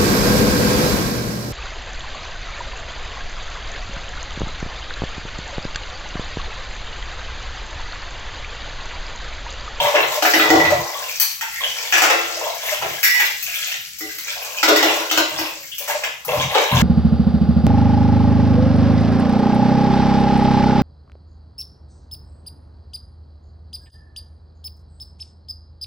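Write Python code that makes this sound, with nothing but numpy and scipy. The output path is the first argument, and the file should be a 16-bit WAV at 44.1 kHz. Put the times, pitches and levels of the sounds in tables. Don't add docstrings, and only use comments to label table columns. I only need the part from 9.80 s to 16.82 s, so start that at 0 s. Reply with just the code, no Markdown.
import sys
import numpy as np
from scipy import signal
from scipy.fft import rfft, irfft
from scipy.io import wavfile
from scipy.ndimage import uniform_filter1d, minimum_filter1d

SR = 44100
rng = np.random.default_rng(int(sys.argv[2]) if len(sys.argv) > 2 else 0)


def wav_out(sig):
    wavfile.write(sys.argv[1], SR, np.round(np.clip(np.atleast_2d(sig).T, -1, 1) * 32767).astype(np.int16))


N = 309582

LOW_HZ, MID_HZ, TREBLE_HZ = (270, 1200), (1200, 4000), (4000, 16000)
EVENT_GAIN = np.sqrt(SR / 20)


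def from_db(db):
    return 10 ** (np.asarray(db) / 20)


def unit_power(x):
    return x / np.sqrt(np.mean(x ** 2) + 1e-20)


def unit_energy(x):
    return x / np.sqrt(np.sum(x ** 2, axis=-1, keepdims=True) + 1e-20)


def at_hz(points, hz):
    freq_hz, value = np.transpose(points)
    return np.interp(np.log(hz + 0.00062), np.log(freq_hz), value)


def band(x, edges_hz):
    return signal.sosfilt(signal.butter(4, edges_hz, "band", fs=SR, output="sos"), x + 1e-18)


def coloured(x, spectrum, size=2048):
    cepstrum = irfft(np.log(from_db(at_hz(spectrum, np.fft.rfftfreq(size, 1 / SR)))))
    cepstrum[1:size // 2] *= 2
    cepstrum[size // 2 + 1:] = 0
    return signal.oaconvolve(x, irfft(np.exp(rfft(cepstrum))))[:len(x)]


def decay(t, t60_s):
    return np.exp(-np.log(1000) * t / max(t60_s, 1e-3))


def mode(t, hz, t60_s):
    return unit_energy(np.sin(2 * np.pi * hz * t) * decay(t, t60_s))


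def swells(rows, release_t60_s):
    t, power = np.arange(N) / SR, 0
    for start_s, swell_s, length_s, *levels_db in rows:
        attack = np.clip((t - start_s) / max(swell_s, 1e-3), 0, 1)
        release = decay(np.clip(t - start_s - length_s, 0, 1), release_t60_s)
        power = power + (from_db(levels_db)[:, None] * attack * release) ** 2
    return np.sqrt(power)


# freq_hz, gain_db
AIR_SPECTRUM = [(25, -9), (45, -17), (65, 8.5), (90, -7), (140, 6.5), (250, -8), (1000, -28),
                (15000, -31.5)]


def room_air():
    return unit_power(coloured(rng.standard_normal(N), AIR_SPECTRUM))


# freq_hz, t60_s
TAIL_DECAY = [(100, 0.097), (300, 0.33), (1000, 0.46), (4000, 0.49), (8000, 0.32), (16000, 0.12)]
# freq_hz, left_right_correlation
TAIL_CORRELATION = [(60, -0.87), (290, 1), (640, 0.53), (1400, -0.15), (3000, 0.16), (15000, 0.77)]


def kitchen(x, direct_db, right_delay_s, build_s=0.00043):
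    t, edges_hz = np.arange(int(0.7 * SR)) / SR, np.geomspace(60, 18000, 13)
    white, tail = rng.standard_normal((len(edges_hz), 2, len(t))), 0
    for noise, low_hz, high_hz in zip(white, edges_hz, edges_hz[1:]):
        mid, side = band(noise, (low_hz, high_hz))
        hz = np.sqrt(low_hz * high_hz)
        correlation = np.clip(at_hz(TAIL_CORRELATION, hz), -1, 1)
        stereo = np.sqrt(1 + correlation) * mid + np.sqrt(1 - correlation) * side * [[1], [-1]]
        tail = tail + stereo * decay(t, at_hz(TAIL_DECAY, hz))
    spectrum = rfft(tail * (1 - np.exp(-t / build_s)), 2 * len(t))
    smooth_power = uniform_filter1d(np.mean(abs(spectrum) ** 2, axis=0), size=61)
    tail = irfft(spectrum / np.sqrt(smooth_power + 1e-3))[:, :len(t)]
    direct = np.sinc(np.arange(len(t)) - np.array([[0], [round(right_delay_s * SR)]]))
    response = unit_energy(unit_energy(tail) + from_db(direct_db) * direct)
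    return signal.oaconvolve(x[None], response, axes=1)[:, :N]


# pitch_hz, level_db, t60_s
SINK_RESONANCES = [(82, 3, 0.033), (86.4, 2, 0.39), (128.3, 5.5, 0.56), (164, 4, 0.25), (197, -0.5, 0.016)]
# start_s, swell_s, length_s, level_db
SINK_BOOMS = [(0.0, 0.0064, 0.064, -38.5), (0.2, 0.017, 0.099, -47), (0.55, .04, 0.16, -44.5),
              (0.68, 0.025, 0.33, -31), (2.15, 0.026, .15, -52.5), (2.97, 0.051, 0.19, -44.5),
              (3.95, .06, 0.076, -55), (4.87, 0.061, 0.24, -51.5), (5.36, .02, 0.016, -40),
              (5.48, 0.048, 0.14, -45), (6.46, 0.017, 0.075, -37), (6.55, 0.01, 0.13, -26.5),
              (6.908, 0.022, 0.081, -12.5)]


def sink():
    t = np.arange(SR // 4) / SR
    body = sum((-1) ** k * from_db(level_db) * mode(t, hz, t60_s)
               for k, (hz, level_db, t60_s) in enumerate(SINK_RESONANCES))
    boom = signal.oaconvolve(rng.standard_normal(N), body)[:N]
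    boom /= np.sqrt(uniform_filter1d(boom ** 2, size=3000) + 1e-9)
    return band(swells(SINK_BOOMS, release_t60_s=0.16)[0] * boom, (55, 400))


def bubbles(edges_hz, per_s, cycles, spread_db, rise, hiss_db, pitches=24):
    births = np.flatnonzero(rng.random(N) < per_s / SR)
    strengths = from_db(spread_db * np.minimum(rng.exponential(1, N), 3.5)) * rng.choice([-1, 1], N)
    pitch_index = rng.integers(0, pitches, N)
    hiss, pings = rng.standard_normal(N), np.zeros(N)
    for k, hz in enumerate(np.geomspace(*edges_hz, pitches)):
        t60_s = cycles / hz
        t = np.arange(int(t60_s * SR) + 2) / SR
        phase = 2 * np.pi * hz * t * (1 + rise * t / t60_s / 2)
        ping = unit_energy(np.sin(phase) * decay(t, t60_s)) * np.sqrt(hz)
        starts = births[pitch_index[births] == k, None]
        samples = starts + np.arange(len(t))
        pings += np.bincount(samples.ravel(), (strengths[starts] * ping).ravel(), N)[:N]
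    drops = from_db(hiss_db) * unit_power(band(hiss, edges_hz))
    return unit_power(unit_power(band(pings, edges_hz)) + drops)


def surge(per_s, depth_db):
    points = rng.standard_normal(600)
    return from_db(depth_db * np.interp(np.arange(N) * per_s / SR, np.arange(len(points)), points))


# time_s, level_db
STREAM_FLOW = [(0.0, -31), (0.65, -31.5), (1.05, -33.5), (1.5, -32.5), (1.59, -43), (1.7, -33),
               (2.2, -32.5), (3.9, -32), (4.06, -37.5), (4.18, -38), (4.36, -34), (4.8, -33), (5.55, -34.5),
               (5.79, -38.5), (6.15, -38.5), (6.44, -47), (6.53, -47.5), (7.02, -27.5)]
# start_s, swell_s, length_s, gurgle_db, splash_db, spray_db
HAND_SLOSHES = [(0.0, 0.0019, .06, -7.5, -17, -26), (0.135, 0.011, 0.085, -10.5, -17.5, -37),
                (0.29, 0.038, 0.062, -15.5, -23, -28), (0.43, .02, .17, -37, -36, -22.5),
                (0.60, 0.075, 0.25, -10.5, -42, -46), (0.92, .02, 0.15, -19.5, -35, -56),
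                (1.13, 0.011, 0.11, -25.5, -29.5, -36), (1.25, 0.019, 0.052, -36, -26.5, -33),
                (1.61, 0.012, 0.013, -45, -28, -43), (1.80, 0.03, 0.047, -21.5, -20.5, -30),
                (1.95, 0.017, 0.11, -29.5, -27, -31), (2.34, 0.03, 0.15, -30, -27, -42),
                (2.59, 0.03, 0.089, -17.5, -27, -67), (2.75, 0.16, 0.18, -23.5, -21.5, -25),
                (3.015, 0.013, 0.15, -33, -29.5, -34.5), (3.39, .02, 0.079, -31.5, -23.5, -30),
                (3.65, 0.018, 0.19, -43.5, -24.5, -28), (3.83, 0.1, 0.079, -32, -23, -31),
                (4.28, 0.019, 0.045, -52, -32, -46), (4.44, 0.049, 0.064, -33, -25.5, -41),
                (4.55, 0.016, 0.24, -29, -34, -51), (4.94, 0.031, 0.27, -18, -21.5, -29.5),
                (5.45, 0.065, .22, -25.5, -29, -35), (5.985, 0.037, 0.032, -28.5, -33, -35),
                (6.075, 0.017, 0.025, -16.5, -19.5, -22.5), (6.22, 0.019, 0.02, -21, -22, -39),
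                (6.475, 0.018, 0.15, -15.5, -22.5, -30), (6.69, 0.026, 0.14, -15.5, -19, -31),
                (6.85, 0.11, 0.3, -12, -17.5, -28)]
# freq_hz, gain_db
WATER_SPECTRUM = [(270, -13), (400, -6.5), (570, -8), (800, -12), (1200, -3), (2000, 5), (2800, 5),
                  (4200, 1.5), (6300, 2), (8000, -3), (11500, -18), (15500, -9)]


def water():
    layers = [bubbles((480, 1080), per_s=400, cycles=16.7, spread_db=2, rise=0.1, hiss_db=-8),
              bubbles(MID_HZ, per_s=900, cycles=38, spread_db=7.5, rise=0.087, hiss_db=-7.5),
              bubbles((4000, 9500), per_s=900, cycles=17, spread_db=8, rise=0.043, hiss_db=-3)]
    gurgle, splash, spatter = (unit_power(coloured(x, WATER_SPECTRUM)) for x in layers)
    spatter *= surge(per_s=25, depth_db=2)
    mist = bubbles((9500, 16000), per_s=830, cycles=66, spread_db=9, rise=0.0525, hiss_db=-0.5)
    mist = unit_power(coloured(mist, WATER_SPECTRUM)) * surge(per_s=25, depth_db=-1)
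    spray = from_db(-1.5) * spatter + from_db(-6) * mist
    flow = from_db(np.interp(np.arange(N) / SR, *np.transpose(STREAM_FLOW)))
    slosh_gurgle, slosh_splash, slosh_spray = swells(HAND_SLOSHES, release_t60_s=0.27)
    return (np.hypot(slosh_gurgle, from_db(-30.5) * flow) * from_db(-6.5) * gurgle
            + np.hypot(slosh_splash, from_db(-5.5) * flow) * splash
            + np.hypot(slosh_spray, from_db(1.5) * flow) * spray)


# start_s, pitch_hz, level_db
AIR_POCKETS = [(0.0, 932, -23.5), (0.065, 563, -23.5), (0.14, 586, -19.5), (0.372, 604, -27),
               (0.918, 598, -18), (1.152, 1093, -34), (1.624, 890, -33), (1.807, 1070, -35.5),
               (2.57, 658, -31.5), (2.667, 678, -26.5), (2.837, 672, -33.5), (2.919, 610, -28.5),
               (3.014, 975, -32.5), (3.141, 657, -40), (3.68, 694, -45), (3.88, 707, -48),
               (4.565, 700, -39), (5.767, 550, -44.5), (6.005, 550, -37.5), (6.096, 880, -27),
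               (6.147, 596, -28), (6.481, 508, -25.5), (6.531, 585, -24), (6.76, 463, -26.5),
               (6.808, 570, -28), (6.914, 938, -28.5)]


def glugs(cycles=44, rise=0.16, swell_s=0.0034):
    out, t = np.zeros(N + SR), np.arange(SR // 4) / SR
    for start_s, hz, level_db in AIR_POCKETS:
        t60_s = cycles / hz
        pitch_hz = hz * (1 + rise * (np.minimum(t / t60_s, 1) - 0.1))
        envelope = decay(t, t60_s) * (1 - np.exp(-t / swell_s))
        ping = np.sin(2 * np.pi * np.cumsum(pitch_hz) / SR) * envelope
        start = round(start_s * SR)
        out[start:start + len(t)] += from_db(level_db) * unit_energy(ping) * EVENT_GAIN
    return out[:N]


# start_s, pitch_hz, level_db, length_s
EDGE_SCRAPES = [(1.706, 2010, -30.5, 0.13), (3.853, 2610, -29.5, 0.053), (4.769, 2720, -23, 0.03),
                (5.294, 2920, -19, 0.014), (5.571, 5150, -25, 0.022), (5.823, 2010, -40.5, 0.037),
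                (5.913, 3050, -26.5, 0.019)]


def scrapes(band_ratio=1.11):
    out = np.zeros(N + SR)
    for start_s, hz, level_db, length_s in EDGE_SCRAPES:
        stroke = np.hanning(round(length_s * SR)) ** 0.5
        slips = band(rng.standard_normal(SR // 4), (hz / band_ratio, hz * band_ratio))[:len(stroke)]
        start = round(start_s * SR)
        out[start:start + len(slips)] += from_db(level_db) * unit_power(slips * stroke)
    return out[:N]


def impacts(hits, modes, spectrum, wash_t60_s, rattle_per_s, rattle_db, detune):
    out, t = np.zeros(N + SR), np.arange(SR // 3) / SR
    for start_s, *bands_db, ring_db, rattle_s in hits:
        touches = rng.random(len(t)) < rattle_per_s / SR
        strengths, noise = rng.standard_normal((2, len(t)))
        signs = rng.choice([-1, 1], len(modes))
        shifts = 1 + detune * rng.standard_normal(len(modes))
        contacts = from_db(rattle_db) * unit_energy(touches * strengths * np.exp(-t / (2 * rattle_s)))
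        contacts[0] = 1
        wash = coloured(noise * decay(t, wash_t60_s), spectrum)
        start = round(start_s * SR)
        for (low_hz, high_hz), band_db in zip((LOW_HZ, MID_HZ, TREBLE_HZ), bands_db):
            response = unit_energy(band(wash, (low_hz, high_hz)))
            for sign, shift, (hz, mode_db, t60_s) in zip(signs, shifts, modes):
                if low_hz < hz <= high_hz:
                    response += sign * from_db(mode_db + ring_db) * mode(t, hz * shift, t60_s)
            ringing = unit_energy(signal.fftconvolve(contacts, response)[:len(t)])
            out[start:start + len(t)] += from_db(band_db) * ringing * EVENT_GAIN
    return out[:N]


# start_s, low_db, mid_db, treble_db, ring_db, rattle_s
TICKS_AND_HISS = [(1.399, -77, -25.5, -16.5, -18, 0.041), (1.409, -41, -39, -34, -20, 0.034),
                  (3.626, -65, -38.5, -31.5, 0, 0.0095), (4.187, -64, -57, -37.5, -20, 0.0041),
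                  (4.385, -75, -36.5, -37, -28, 0.039), (5.59, -59, -53, -37, -3, 0.019),
                  (5.982, -77, -40, -31.5, -7, 0.014), (6.449, -39, -56, -34.5, -5, 0.03)]
# pitch_hz, level_db, t60_s
TICK_RESONANCES = [(790, 6, .2), (2490, 8.5, 0.066), (4270, -13, 0.073), (5570, -15, .2),
                   (11200, -8, 0.033), (15000, -1, .04)]
# freq_hz, gain_db
TICK_SPECTRUM = [(270, -65), (800, -12), (1500, -9.5), (2700, 0), (3400, -8), (4400, -2), (6000, 3),
                 (8000, 3), (11500, -5), (15500, 5.5)]


def ticks_and_hiss():
    return impacts(TICKS_AND_HISS, TICK_RESONANCES, TICK_SPECTRUM,
                   wash_t60_s=0.011, rattle_per_s=460, rattle_db=-6, detune=0.0123)


# start_s, low_db, mid_db, treble_db, ring_db, rattle_s
BOWL_HITS = [(3.23, -64, -15, -18, -17, 0.026), (3.238, -56, -9, -14.5, 7.5, 0.053),
             (3.26, -52, -17, -36, 11, 0.031), (3.348, -34, -21, -29, -10, 0.011),
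             (3.397, -29, -12, -23.5, -12, 0.0095), (3.45, -49, -31, -25.5, 3, 0.019)]
# pitch_hz, level_db, t60_s
BOWL_RESONANCES = [(1910, -14, 0.24), (1955, -6.5, 0.44), (2086, -12, 0.13), (5230, -10, 0.042),
                   (11930, -28, 0.091)]
# freq_hz, gain_db
BOWL_SPECTRUM = [(270, -18), (450, -15), (900, -5), (1300, -14.5), (1950, 7), (2700, -5), (3800, -15),
                 (5300, -8.5), (8000, -13.5), (11500, -18), (15500, -9)]


def bowl():
    return impacts(BOWL_HITS, BOWL_RESONANCES, BOWL_SPECTRUM,
                   wash_t60_s=0.028, rattle_per_s=210, rattle_db=-1.5, detune=0.0031)


# start_s, low_db, mid_db, treble_db, ring_db, rattle_s
CLINKS_AND_SLAPS = [(0.15, -19, -17.5, -60, 2, 0.011), (0.449, -21, -14.5, -35, 0.5, 0.003),
                    (0.903, -17.5, -25.5, -34, -3, 0.0076), (1.61, -74, -25.5, -32, -1, 0.07),
                    (2.124, -25, -10, -23, 0, 0.008), (2.17, -28.5, -17, -25, -11, 0.056),
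                    (2.218, -19.5, -16.5, -23, -12, 0.04), (2.237, -31, -16, -33, -21, 0.054),
                    (2.3, -17.5, -15, -31, 0, 0.15), (3.021, -25, -27.5, -43, -6, 0.01),
                    (4.648, -56, -38.5, -37, -11, 0.024), (6.078, -40, -30, -32, -20, 0.0093),
                    (6.236, -38, -24, -35.5, -29, 0.011), (6.75, -15.5, -21.5, -44, -19, 0.012)]
# pitch_hz, level_db, t60_s
CLINK_RESONANCES = [(341, -13, 0.39), (437.4, -12.5, 0.39), (570, -36, 0.21), (710, -0.5, 0.41),
                    (1376, -18, 0.64), (1714, -10.5, .15), (2010, -5.5, 0.12), (2586, -10, 0.16),
                    (2660, -17.5, 0.2), (4500, -28, 0.21), (4640, -31.5, 0.24), (5600, -48, .35),
                    (6870, -27, 0.54), (6900, -31, 0.44), (11500, -24, 0.11), (14030, -15, 0.15),
                    (15400, -12, 0.13)]
# freq_hz, gain_db
CLINK_SPECTRUM = [(270, -5.5), (450, 3.5), (750, 5.5), (1200, -7), (2000, -6), (2800, -8), (4000, -17.5),
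                  (5700, 1.5), (8000, 2), (11500, -11.5), (15500, 0)]


def plates_and_slaps():
    return impacts(CLINKS_AND_SLAPS, CLINK_RESONANCES, CLINK_SPECTRUM,
                   wash_t60_s=0.041, rattle_per_s=400, rattle_db=-7.5, detune=0.0096)


# start_s, low_db, mid_db, treble_db, ring_db, rattle_s
PAN_HITS = [(0.423, -16.5, -20, -23, -11.5, 0.018), (0.536, -15.5, -12, -25, -1.5, 0.03),
            (0.596, -20.5, -12, -49, 1, 0.048), (0.702, -7, -12.5, -21, 7.5, 0.011),
            (0.716, -9.5, -27, -34, -20, 0.0089), (0.801, -33, -13.5, -30.5, 14.5, 0.042),
            (0.85, -40, -16.5, -34.5, 4.5, 0.0082), (4.208, -31.5, -29, -34, 18, 0.0086),
            (4.829, -22.5, -14, -20, -6, 0.008), (4.879, -9.5, -13, -19, -7, 0.0061),
            (4.96, -21.5, -17.5, -20, 9, 0.043), (5.027, -14, -17.5, -23.5, -5, 0.037),
            (5.312, -25.5, -19.5, -22, -4, 0.048), (5.374, -17.5, -16, -21, -7.5, 0.0057),
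            (5.586, -24.5, -28, -33, -1.5, 0.0094)]
# pitch_hz, level_db, t60_s
PAN_RESONANCES = [(321, 5, 0.24), (427, -2.5, 0.22), (454, -15.5, 0.21), (607, -10.5, 0.65),
                  (767, -8, 0.27), (956, -24.5, 0.3), (1155, -6.5, 0.23), (1440, -17.5, 0.08),
                  (1960, -7.5, 0.28), (1971, -1, 0.038), (2030, -12.5, 0.314), (2560, -39, 0.21),
                  (3570, -34, 0.34), (5430, -22, 0.22)]
# freq_hz, gain_db
PAN_SPECTRUM = [(270, -20), (420, 3.5), (700, 10), (1100, -3.5), (1500, -0.5), (2000, -5.5), (3000, -3.5),
                (4200, -9.5), (5500, -5.5), (8000, -14.5), (11500, -25.5), (15500, -13)]


def pan():
    return impacts(PAN_HITS, PAN_RESONANCES, PAN_SPECTRUM,
                   wash_t60_s=0.033, rattle_per_s=400, rattle_db=-6, detune=0.0055)


def scene():
    clatter = (pan() + from_db(1) * plates_and_slaps() + from_db(-2.45) * bowl()
               + from_db(3) * ticks_and_hiss() + scrapes())
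    highpass = signal.butter(5, 275, "high", fs=SR, output="sos")
    dishes = kitchen(signal.sosfilt(highpass, clatter + 1e-18), direct_db=-7.5, right_delay_s=0.00012)
    basin = from_db(-1.1) * water() + from_db(2) * glugs()
    rinsing = kitchen(basin, direct_db=-1.5, right_delay_s=0.00011)
    return dishes + rinsing + from_db(-58.5) * room_air() + sink()


# freq_hz, gain_db
LEFT_PORT_RESPONSE = [(100, -1), (4000, 0.52), (7500, 0.5), (8600, -4), (9400, -18), (10400, -2),
                      (11300, 9.5), (16000, 2.5)]
RIGHT_PORT_RESPONSE = [(100, -3), (4000, -0.53), (7500, -1), (8600, -6), (9400, -7), (10400, -1),
                       (11300, 1), (16000, -8.5)]


def record(dry):
    heard = np.array([coloured(dry[0], LEFT_PORT_RESPONSE), coloured(dry[1], RIGHT_PORT_RESPONSE)])
    allowed_gain = np.minimum(1, 0.92 / (abs(heard).max(axis=0) + 1e-9))
    limiter_gain = uniform_filter1d(minimum_filter1d(allowed_gain, size=301), size=301)
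    lowpass = signal.ellip(12, 0.1, 80, 15900, fs=SR, output="sos")
    return signal.sosfilt(lowpass, limiter_gain * heard)


dry = scene()
out = record(dry)
wav_out(out)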